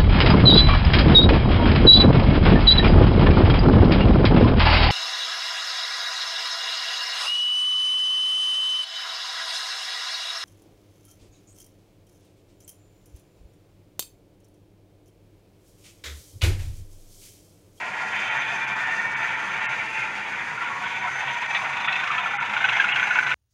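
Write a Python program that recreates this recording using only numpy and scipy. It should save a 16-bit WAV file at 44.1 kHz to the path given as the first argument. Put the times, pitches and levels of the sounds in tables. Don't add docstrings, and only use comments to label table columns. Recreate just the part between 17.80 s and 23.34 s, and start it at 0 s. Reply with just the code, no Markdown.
import sys
import numpy as np
from scipy import signal
from scipy.fft import rfft, irfft, next_fast_len
from scipy.io import wavfile
from scipy.ndimage import uniform_filter1d, map_coordinates

SR = 44100
rng = np.random.default_rng(int(sys.argv[2]) if len(sys.argv) > 2 else 0)


def bounce(signal):
    frames = np.transpose(np.atleast_2d(signal))
    limited = np.clip(frames, -1, 1)
    pcm = np.round(limited * 32767).astype(np.int16)
    wavfile.write(sys.argv[1], SR, pcm)


N = 244439

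# (time [s], share [0-1])
SECOND_SHARE = [(0, 0.28), (2.2, 0.67), (3.0, 0.4), (4.0, 0.61), (5.54, 1)]
# (frequency [Hz], level [dB])
SECOND_SPECTRUM = [(500, -57), (620, -11), (760, -4), (980, -3.5), (1200, -2.5), (1450, 8.5), (1750, 4),
                   (2200, 3.5), (2650, -6.5), (3000, -10.5), (3500, -30), (3780, -20.5), (4050, -25),
                   (4500, -85)]


def rolling():
    # (time [s], baseboard [dB], body shells [dB], bogies [dB])
    part_levels = [(0, -35.5, -32, -35), (.11, -38, -35, -37.5), (.19, -34, -30, -33.5),
                   (.28, -33.5, -29.5, -35.5), (.39, -37, -30.5, -27), (.47, -35.5, -30, -31),
                   (.55, -31, -27.5, -29), (.65, -36.5, -29.5, -30), (.72, -33.5, -29, -30.5),
                   (.95, -36, -32.5, -31.5), (1.04, -33, -25.5, -33.5), (1.17, -34.5, -27, -30.5),
                   (1.3, -36, -30, -32.5), (1.42, -33.5, -28.5, -30), (1.68, -36, -32, -33.5),
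                   (1.83, -32.5, -30, -29), (2.0, -35, -30, -28.5), (2.1, -36.5, -34.5, -30.5),
                   (2.24, -34, -29, -27), (2.3, -37, -32.5, -33.5), (2.46, -37.5, -35.5, -33.5),
                   (2.62, -37.5, -31, -33.5), (2.7, -38, -33, -37.5), (2.85, -33.5, -33, -33.5),
                   (2.96, -33.5, -34.5, -38), (3.06, -34.5, -34, -33.5), (3.14, -36.5, -37, -32),
                   (3.26, -30.5, -31.5, -33), (3.34, -41.5, -30.5, -36.5), (3.45, -33, -34, -31.5),
                   (4.0, -32.5, -32.5, -32.5), (4.4, -31, -32, -29), (4.7, -33, -35, -34),
                   (4.88, -33.5, -28, -26), (5.15, -31, -29, -25), (5.5, -34, -29, -28.5)]
    # (frequency [Hz], level [dB])
    first_spectrum = [(500, -41.5), (620, -12.5), (720, -6), (950, -4), (1200, -7), (1420, -27.5),
                      (1620, -8), (1830, -4), (2070, -5.5), (2330, 1), (2650, -7), (3000, -12.5),
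                      (3500, -13.5), (4300, -34.5)]
    share = in_time(SECOND_SHARE)[0]
    force = contacts(per_s=5000, spread_db=2.5)
    first = rms_one(coloured(force, first_spectrum))
    second = rms_one(coloured(force, SECOND_SPECTRUM))
    rush = scattered((1 - share) * first + share * second, wet_db=4.0, t60=0.17, count=22)
    sound = from_db(-27) * steadied(rush, smooth_s=0.87) + track() + brief_rings()
    bands_hz = [(560, 1200), (1200, 2100), (2100, 4500)]
    parts = sum(from_db(db + 0.96 * drift(35)) * steadied(band(sound, *edges), smooth_s=0.092)
                for db, edges in zip(in_time(part_levels), bands_hz))
    bumps_db = -0.18 + 0.78 * drift(45)
    duck_db = -2 * share ** 2
    return parts * from_db(bumps_db + duck_db)


def track():
    # (frequency [Hz], width [Hz], level [dB])
    first_modes = [(882, 17, -39), (949, 45, -37.5), (1391, 12, -39.5), (1467, 27, -42), (1805, 17, -38),
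                   (1900, 28, -43.5), (2270, 12, -42), (2454, 25, -44), (2670, 28, -48), (3350, 220, -50)]
    # (time [s], level [dB])
    leaving = [(0, -2.5), (.5, -1.5), (1.3, 0.5), (2.3, -2.5), (3.2, -7.5), (5.5, -24)]
    # (frequency [Hz], width [Hz], level [dB])
    second_modes = [(774, 28, -48.5), (946, 45, -37.5), (1120, 67, -42), (1396, 26, -55.5), (1496, 37, -39),
                    (1863, 27, -39.5), (2476, 28, -46.5), (3562, 51, -49.5)]
    first = from_db(in_time(leaving)[0]) * woken(first_modes, swell_db=2.5, smooth_s=0.13)
    second = woken(second_modes, swell_db=5.5, smooth_s=0.47)
    return first + passing(nearest_s=3.63, half_s=0.84) * second


def brief_rings():
    # (time [s], half length [s], frequency [Hz], width [Hz], level [dB])
    rings = [(0.27, .25, 1410, 10, -38), (0.323, .22, 1680, 9, -38.5), (0.33, 0.34, 1940, 6.9, -38),
             (.8, .22, 1550, 14, -37.5), (1.15, .16, 1436, 12, -39), (1.42, 0.11, 2573, 10, -40),
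             (1.9, 0.18, 1840, 14, -41), (1.889, 0.063, 1410, 9.2, -38.5), (2.95, .35, 960, 11, -40),
             (0.41, 0.29, 3100, 23, -46.5), (0.597, 0.37, 3520, 35, -48), (1.2, .25, 3570, 35, -48.5),
             (0.429, 0.074, 2413, 50, -33), (0.735, 0.066, 2500, 17, -33), (0.88, 0.14, 2380, 11, -36),
             (1.2, 0.14, 1824, 20, -32), (1.223, 0.21, 2700, 77, -36.5), (1.44, 0.22, 2275, 5, -32.5),
             (1.846, 0.038, 2700, 34, -40), (2.1, 0.13, 2690, 6.3, -38.5), (2.21, 0.052, 2134, 53, -31),
             (2.238, 0.11, 2450, 33, -32.5), (2.837, 0.1, 1387, 20, -31), (3, 0.17, 1110, 38, -34),
             (3.565, 0.11, 945, 14, -32.5), (3.07, 0.045, 3260, 280, -39), (3.75, .06, 2340, 23, -29.5),
             (4.084, 0.01, 3450, 53, -29), (4.151, .025, 2640, 30, -28), (4.304, 0.031, 1120, 44, -28.5),
             (4.384, 0.035, 1005, 30, -28), (4.552, .025, 815, 30, -31), (5.136, .013, 2820, 60, -30.5)]
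    return sum(passing(s, half_s) * woken([mode], swell_db=3.5, smooth_s=0.084)
               for s, half_s, *mode in rings)


def chatter(pulse):
    # (frequency [Hz], width [Hz], level [dB])
    body_modes = [(719, 10, 1), (893, 117, 0), (1035, 150, 0.5), (1408, 106, 8.5), (1495, 16, 3),
                  (1600, 48, -9.5), (1570, 20, -18), (2050, 32, 10), (2230, 47, -2), (2504, 30, 4),
                  (2700, 44, -2), (2800, 17, -3.5), (3270, 180, 4)]
    # (frequency [Hz], level [dB])
    teeth_spectrum = [(3300, -5), (3600, -5), (4050, 3), (4400, -19), (5500, -8.5), (6300, -12.5)]
    # (time [s], body [dB], gears [dB])
    levels = [(3.24, -31.5, -44), (3.6, -34.5, -35), (3.98, -33, -34), (4.12, -32, -29.5),
              (4.33, -25.5, -28.5), (4.45, -29.5, -40), (4.7, -28.5, -35), (4.84, -25.5, -27.5),
              (5.2, -26.5, -30), (5.5, -28, -29)]
    force = contacts(per_s=5000, spread_db=2.0)
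    ring = ringing(band(force, 600, 2760), body_modes, wander_db=4.0)
    rasp = rms_one(coloured(force, SECOND_SPECTRUM)) + from_db(13) * ring
    body = steadied(band(rasp, 616, 2160), smooth_s=0.006)
    teeth = from_db(-14.5) * rms_one(coloured(force, teeth_spectrum))
    gears = steadied(band(rasp, 2250, 4900), smooth_s=0.018) + teeth
    body_db, gears_db = in_time(levels)
    return pulse * (from_db(body_db) * body + from_db(gears_db) * gears)


def drive_turns():
    start_s, turn_s, jitter_s = 3.236, 0.03838, 0.0018
    limp_db, scatter_db = -0.5, 1.6
    turn = np.arange(int((N / SR - start_s) / turn_s) + 1)
    late, strength = rng.standard_normal((len(turn), 2)).T
    times = start_s + turn * turn_s + jitter_s * late
    levels = limp_db * (-1) ** turn + scatter_db * strength
    return sum(from_db(db) * burst(s, rise_s=0.0066, fall_s=0.011) for s, db in zip(times, levels))


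def knocks():
    # (time [s], peak [dB], pitch [Hz], fall [s], shell rattle [dB])
    jolts = [(2.775, -25, 1430, .016, -42), (2.818, -29, 1465, .012, -41), (2.855, -26, 1460, .008, -42),
             (2.877, -26, 1410, 0.0055, -46), (3.038, -24, 1480, .014, -35), (3.24, -29, 948, 0.021, -44),
             (3.272, -25, 1365, .012, -38), (3.478, -26, 980, 0.0072, -28), (3.629, -22, 943, 0.0091, -31),
             (3.817, -24, 960, 0.0057, -33), (3.857, -24, 1400, 0.0068, -35), (3.931, -31, 1400, .006, -29),
             (3.969, -24, 900, 0.019, -31), (4.075, -20, 1365, .012, -28), (4.231, -27, 1400, .006, -35),
             (4.303, -17.5, 1290, .006, -33), (4.379, -18.5, 1325, .007, -22.5),
             (4.458, -18.5, 1387, .007, -34), (4.535, -20, 1360, 0.0072, -39), (4.586, -21, 1415, .01, -46),
             (4.61, -19.5, 1420, .006, -34), (4.657, -25, 1420, 0.0077, -28),
             (4.764, -16, 1450, 0.0079, -24.5), (4.805, -19, 1508, 0.011, -31),
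             (4.841, -11, 1510, .009, -18), (4.886, -16.5, 1444, .007, -21.5),
             (4.92, -20, 1552, 0.0043, -36), (4.963, -26, 1550, .008, -28),
             (4.998, -7, 1587, 0.0047, -19.5), (5.04, -12.5, 1460, 0.0076, -27),
             (5.087, -23, 1470, .008, -23), (5.12, -24, 1500, .012, -24.5), (5.157, -19, 1515, .009, -22.5),
             (5.195, -21.5, 1480, 0.011, -25.5), (5.227, -15, 1546, 0.0068, -22),
             (5.308, -15, 1508, 0.014, -28), (5.356, -16.5, 1494, .009, -24),
             (5.386, -7.5, 1498, 0.0046, -35), (5.425, -21, 1490, 0.011, -35),
             (5.463, -17.5, 1517, .008, -30), (5.514, -20, 1490, 0.015, -21.5)]
    # (frequency [Hz], width [Hz], level [dB])
    shell_modes = [(2210, 51, -0.5), (2495, 64, 4.5), (2688, 65, 4), (2940, 55, -8), (3236, 70, -5.5),
                   (3544, 63, -7), (3830, 120, -20)]
    phase_per_hz = 2 * np.pi * np.cumsum(1 + 0.035 * drift(300)) / SR
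    shell = ringing(contacts(per_s=5000, spread_db=3.0), shell_modes, wander_db=4.0)
    shell = steadied(band(shell, 1850, 4080), smooth_s=0.0089)
    out = np.zeros(N)
    for s, db, hz, fall_s, shell_db in jolts:
        out += from_db(db) * burst(s, rise_s=0.0032, fall_s=fall_s) * np.sin(hz * phase_per_hz)
        out += from_db(shell_db) * burst(s, rise_s=0.0039, fall_s=0.0088) * shell
    return out


def rail_joints():
    # (time [s], level [dB])
    drops = [(3.404, -27.5), (3.705, -25), (3.746, -19), (3.763, -28), (4.043, -26), (4.081, -19),
             (4.124, -25), (4.153, -23)]
    # (frequency [Hz], level [dB])
    spectrum = [(700, -3), (950, -5), (1500, -2), (2500, 7), (3000, -2), (3600, -1.5), (4200, -15)]
    # (frequency [Hz], width [Hz], level [dB])
    modes = [(1880, 77, -1.5), (2190, 79, 3), (2600, 65, -3), (3480, 60, -7)]
    force = contacts(per_s=4500, spread_db=1.5)
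    ring = ringing(band(force, 1180, 3850), modes, wander_db=1.0)
    clack = rms_one(coloured(force, spectrum)) + from_db(-0.5) * ring
    clack = steadied(scattered(clack, wet_db=3.0, t60=0.053, count=6), smooth_s=0.0095)
    return clack * sum(from_db(db) * burst(s, rise_s=0.004, fall_s=0.014) for s, db in drops)


def rails(pulse):
    # (time [s], level [dB])
    levels = [(0, -51), (.3, -49), (.6, -50), (.8, -51), (1.15, -49.5), (1.45, -50.5), (2.1, -50),
              (2.35, -51.5), (2.9, -52), (3.1, -50.5), (3.35, -53.5), (3.5, -51), (3.78, -50), (4.0, -55),
              (4.35, -51.5), (4.6, -56), (4.9, -52), (5.5, -50.5)]
    # (frequency [Hz], level [dB])
    spectrum = [(2800, -4), (3900, -0.5), (4700, 4.5), (5300, 0), (6600, 2), (7300, -1), (7800, -9),
                (8400, -9), (8750, -6), (9300, -10), (9900, -17), (12000, -22), (14800, -24),
                (15500, -38.5)]
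    force = contacts(per_s=20000, spread_db=3.0)
    hiss = from_db(in_time(levels)[0]) * rms_one(coloured(force, spectrum))
    singing = wheel_discs()
    flutter = from_db(1.43 * drift(50))
    return flutter * ((1 + 0.23 * pulse) * hiss + singing)


def wheel_discs():
    # (time [s], level [dB], pitch [Hz])
    song = [(.12, -72, 6170), (.3, -57, 6150), (.58, -52.5, 6160), (.9, -59, 6230), (1.15, -56, 6190),
            (1.6, -55, 6150), (2.25, -61, 6270), (2.8, -64, 6170), (3.2, -57.5, 6170), (3.47, -57, 6180),
            (3.65, -56, 6160), (3.77, -47, 6160), (3.9, -58, 6190), (4.2, -55, 6130), (4.65, -61, 6130),
            (4.97, -52, 6150), (5.15, -58, 6190), (5.29, -50, 6210), (5.5, -60, 6180)]
    level_db, pitch_hz = in_time(song)
    wander_hz, waver_db = 18, 4.5
    out = np.zeros(N)
    for offset_hz, db in [(-80, -6), (0, 0), (80, -6)]:
        hz = pitch_hz + offset_hz + wander_hz * (drift(12) + drift(150))
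        out += from_db(db + waver_db * drift(25)) * np.sin(2 * np.pi * np.cumsum(hz) / SR)
    return from_db(level_db) * rms_one(out)


def baseboard():
    # (time [s], motor hum [dB], rumble [dB])
    levels = [(0, -53.5, -48), (.9, -49.5, -47), (2.6, -51.5, -47.5), (3.4, -50.5, -49.5), (4.3, -51, -50),
              (5.15, -49, -47.5)]
    # (frequency [Hz], level [dB])
    spectrum = [(20, -9), (50, -12), (80, -6), (110, 0.5), (160, -20.5), (240, 0), (350, -1), (520, 2),
                (650, -3.5), (1000, -7.5)]
    # (frequency [Hz], width [Hz], level [dB])
    modes = [(134, 13, -3.5), (205.3, 9.1, -5.5)]
    hum_db, rumble_db = in_time(levels)
    rumble = rms_one(coloured(rng.standard_normal(N), spectrum)) * dips(share=0.98)
    hum = ringing(band(rng.standard_normal(N), 65, 313), modes, wander_db=4.5)
    return from_db(rumble_db) * rumble + from_db(hum_db) * steadied(hum, smooth_s=0.22)


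def dips(share):
    # (time [s], depth [dB])
    depths = [(.5, 4), (0.865, 9), (.949, 8), (1.058, 4), (1.355, 12), (1.8, 4), (1.877, 55), (3.597, 6),
              (3.678, 5), (4.084, 10), (4.586, 61), (5.13, 13)]
    t, half_s = np.arange(N) / SR, 0.011
    return from_db(-share * sum(db * np.exp(-np.abs((t - s) / half_s) ** 3) for s, db in depths))


def room(x, t60, wet_db):
    age = np.arange(SR // 2) / SR
    tail = rng.standard_normal(len(age)) * from_db(-60 * age / t60) * (age > .004)
    return x + from_db(wet_db) * signal.fftconvolve(x, tail / np.linalg.norm(tail))[:N]


def scattered(x, wet_db, t60, count):
    place = np.linspace(0, count - 1, N)
    return sum(np.sqrt(np.maximum(1 - np.abs(place - k), 0)) * room(x, t60, wet_db) for k in range(count))


def contacts(per_s, spread_db):
    sizes = from_db(spread_db * np.minimum(rng.exponential(1, N), 4)) * rng.choice([-1, 1], N)
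    return rms_one(sizes * (rng.random(N) < per_s / SR))


def ringing(force, modes, wander_db):
    return rms_one(sum((-1) ** k * from_db(db + wander_db * drift(7.7)) * resonance(force, hz, width)
                       for k, (hz, width, db) in enumerate(modes)))


def woken(modes, swell_db, smooth_s):
    out = np.zeros(N)
    for hz, width, db in modes:
        ring = resonance(resonance(rng.standard_normal(N), hz, width), hz, 6 * width)
        out += from_db(db + swell_db * drift(4.125)) * steadied(ring, smooth_s)
    return out


def steadied(x, smooth_s):
    power = uniform_filter1d(x * x, max(int(smooth_s * SR), 1))
    return x / np.sqrt(np.maximum(power, 0) + np.mean(x * x) / 100)


def passing(nearest_s, half_s):
    return 1 / (1 + ((np.arange(N) / SR - nearest_s) / half_s) ** 4)


def burst(s, rise_s, fall_s):
    out, age = np.zeros(N + SR), np.arange(SR // 10) / SR
    rise, fall = np.sin(np.pi / 2 * age / rise_s), np.exp((rise_s - age) / fall_s)
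    start = int(s * SR)
    out[start:start + len(age)] = np.where(age < rise_s, rise, fall)
    return out[:N]


def resonance(x, hz, width):
    r = np.exp(-np.pi * width / SR)
    feedback = [1, -2 * r * np.cos(2 * np.pi * hz / SR), r * r]
    return signal.lfilter(np.array([1, 0, -1]) * (1 - r * r) / 2, feedback, x + 1e-18)


def coloured(x, spectrum):
    hz, db = np.transpose(spectrum)
    size = next_fast_len(N + SR // 10)
    octave = np.log2(np.maximum(np.fft.rfftfreq(size, 1 / SR), 1))
    outside = np.abs(octave - np.clip(octave, np.log2(hz[0]), np.log2(hz[-1])))
    gain = from_db(np.interp(octave, np.log2(hz), db) - 36 * outside)
    return irfft(rfft(x, size) * gain, size)[:N]


def band(x, low_hz, high_hz):
    return signal.sosfilt(signal.butter(5, [low_hz, high_hz], "band", fs=SR, output="sos"), x)


def drift(rate):
    knots = rng.standard_normal(2000)
    return rms_one(map_coordinates(knots, [np.arange(N) / SR * rate], order=1, mode="mirror"))


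def in_time(rows):
    s, *columns = np.transpose(rows)
    return [np.interp(np.arange(N) / SR, s, c) for c in columns]


def from_db(db):
    return 10 ** (np.asarray(db) / 20)


def rms_one(x):
    return x / np.sqrt(np.mean(x ** 2) + 1e-20)


def scene():
    pulse = drive_turns()
    clatter = chatter(pulse) + knocks() + rail_joints()
    trains = rolling() + room(clatter, t60=0.12, wet_db=-12)
    middle = signal.sosfiltfilt(signal.butter(10, 3650, fs=SR, output="sos"), trains)
    treble = trains - middle + rails(pulse)
    return (middle + dips(share=1.0) * treble + baseboard())[None]


def record(dry):
    return signal.sosfilt(signal.ellip(10, .1, 80, 15600, fs=SR, output="sos"), dry)


dry = scene()
out = record(dry)
bounce(out)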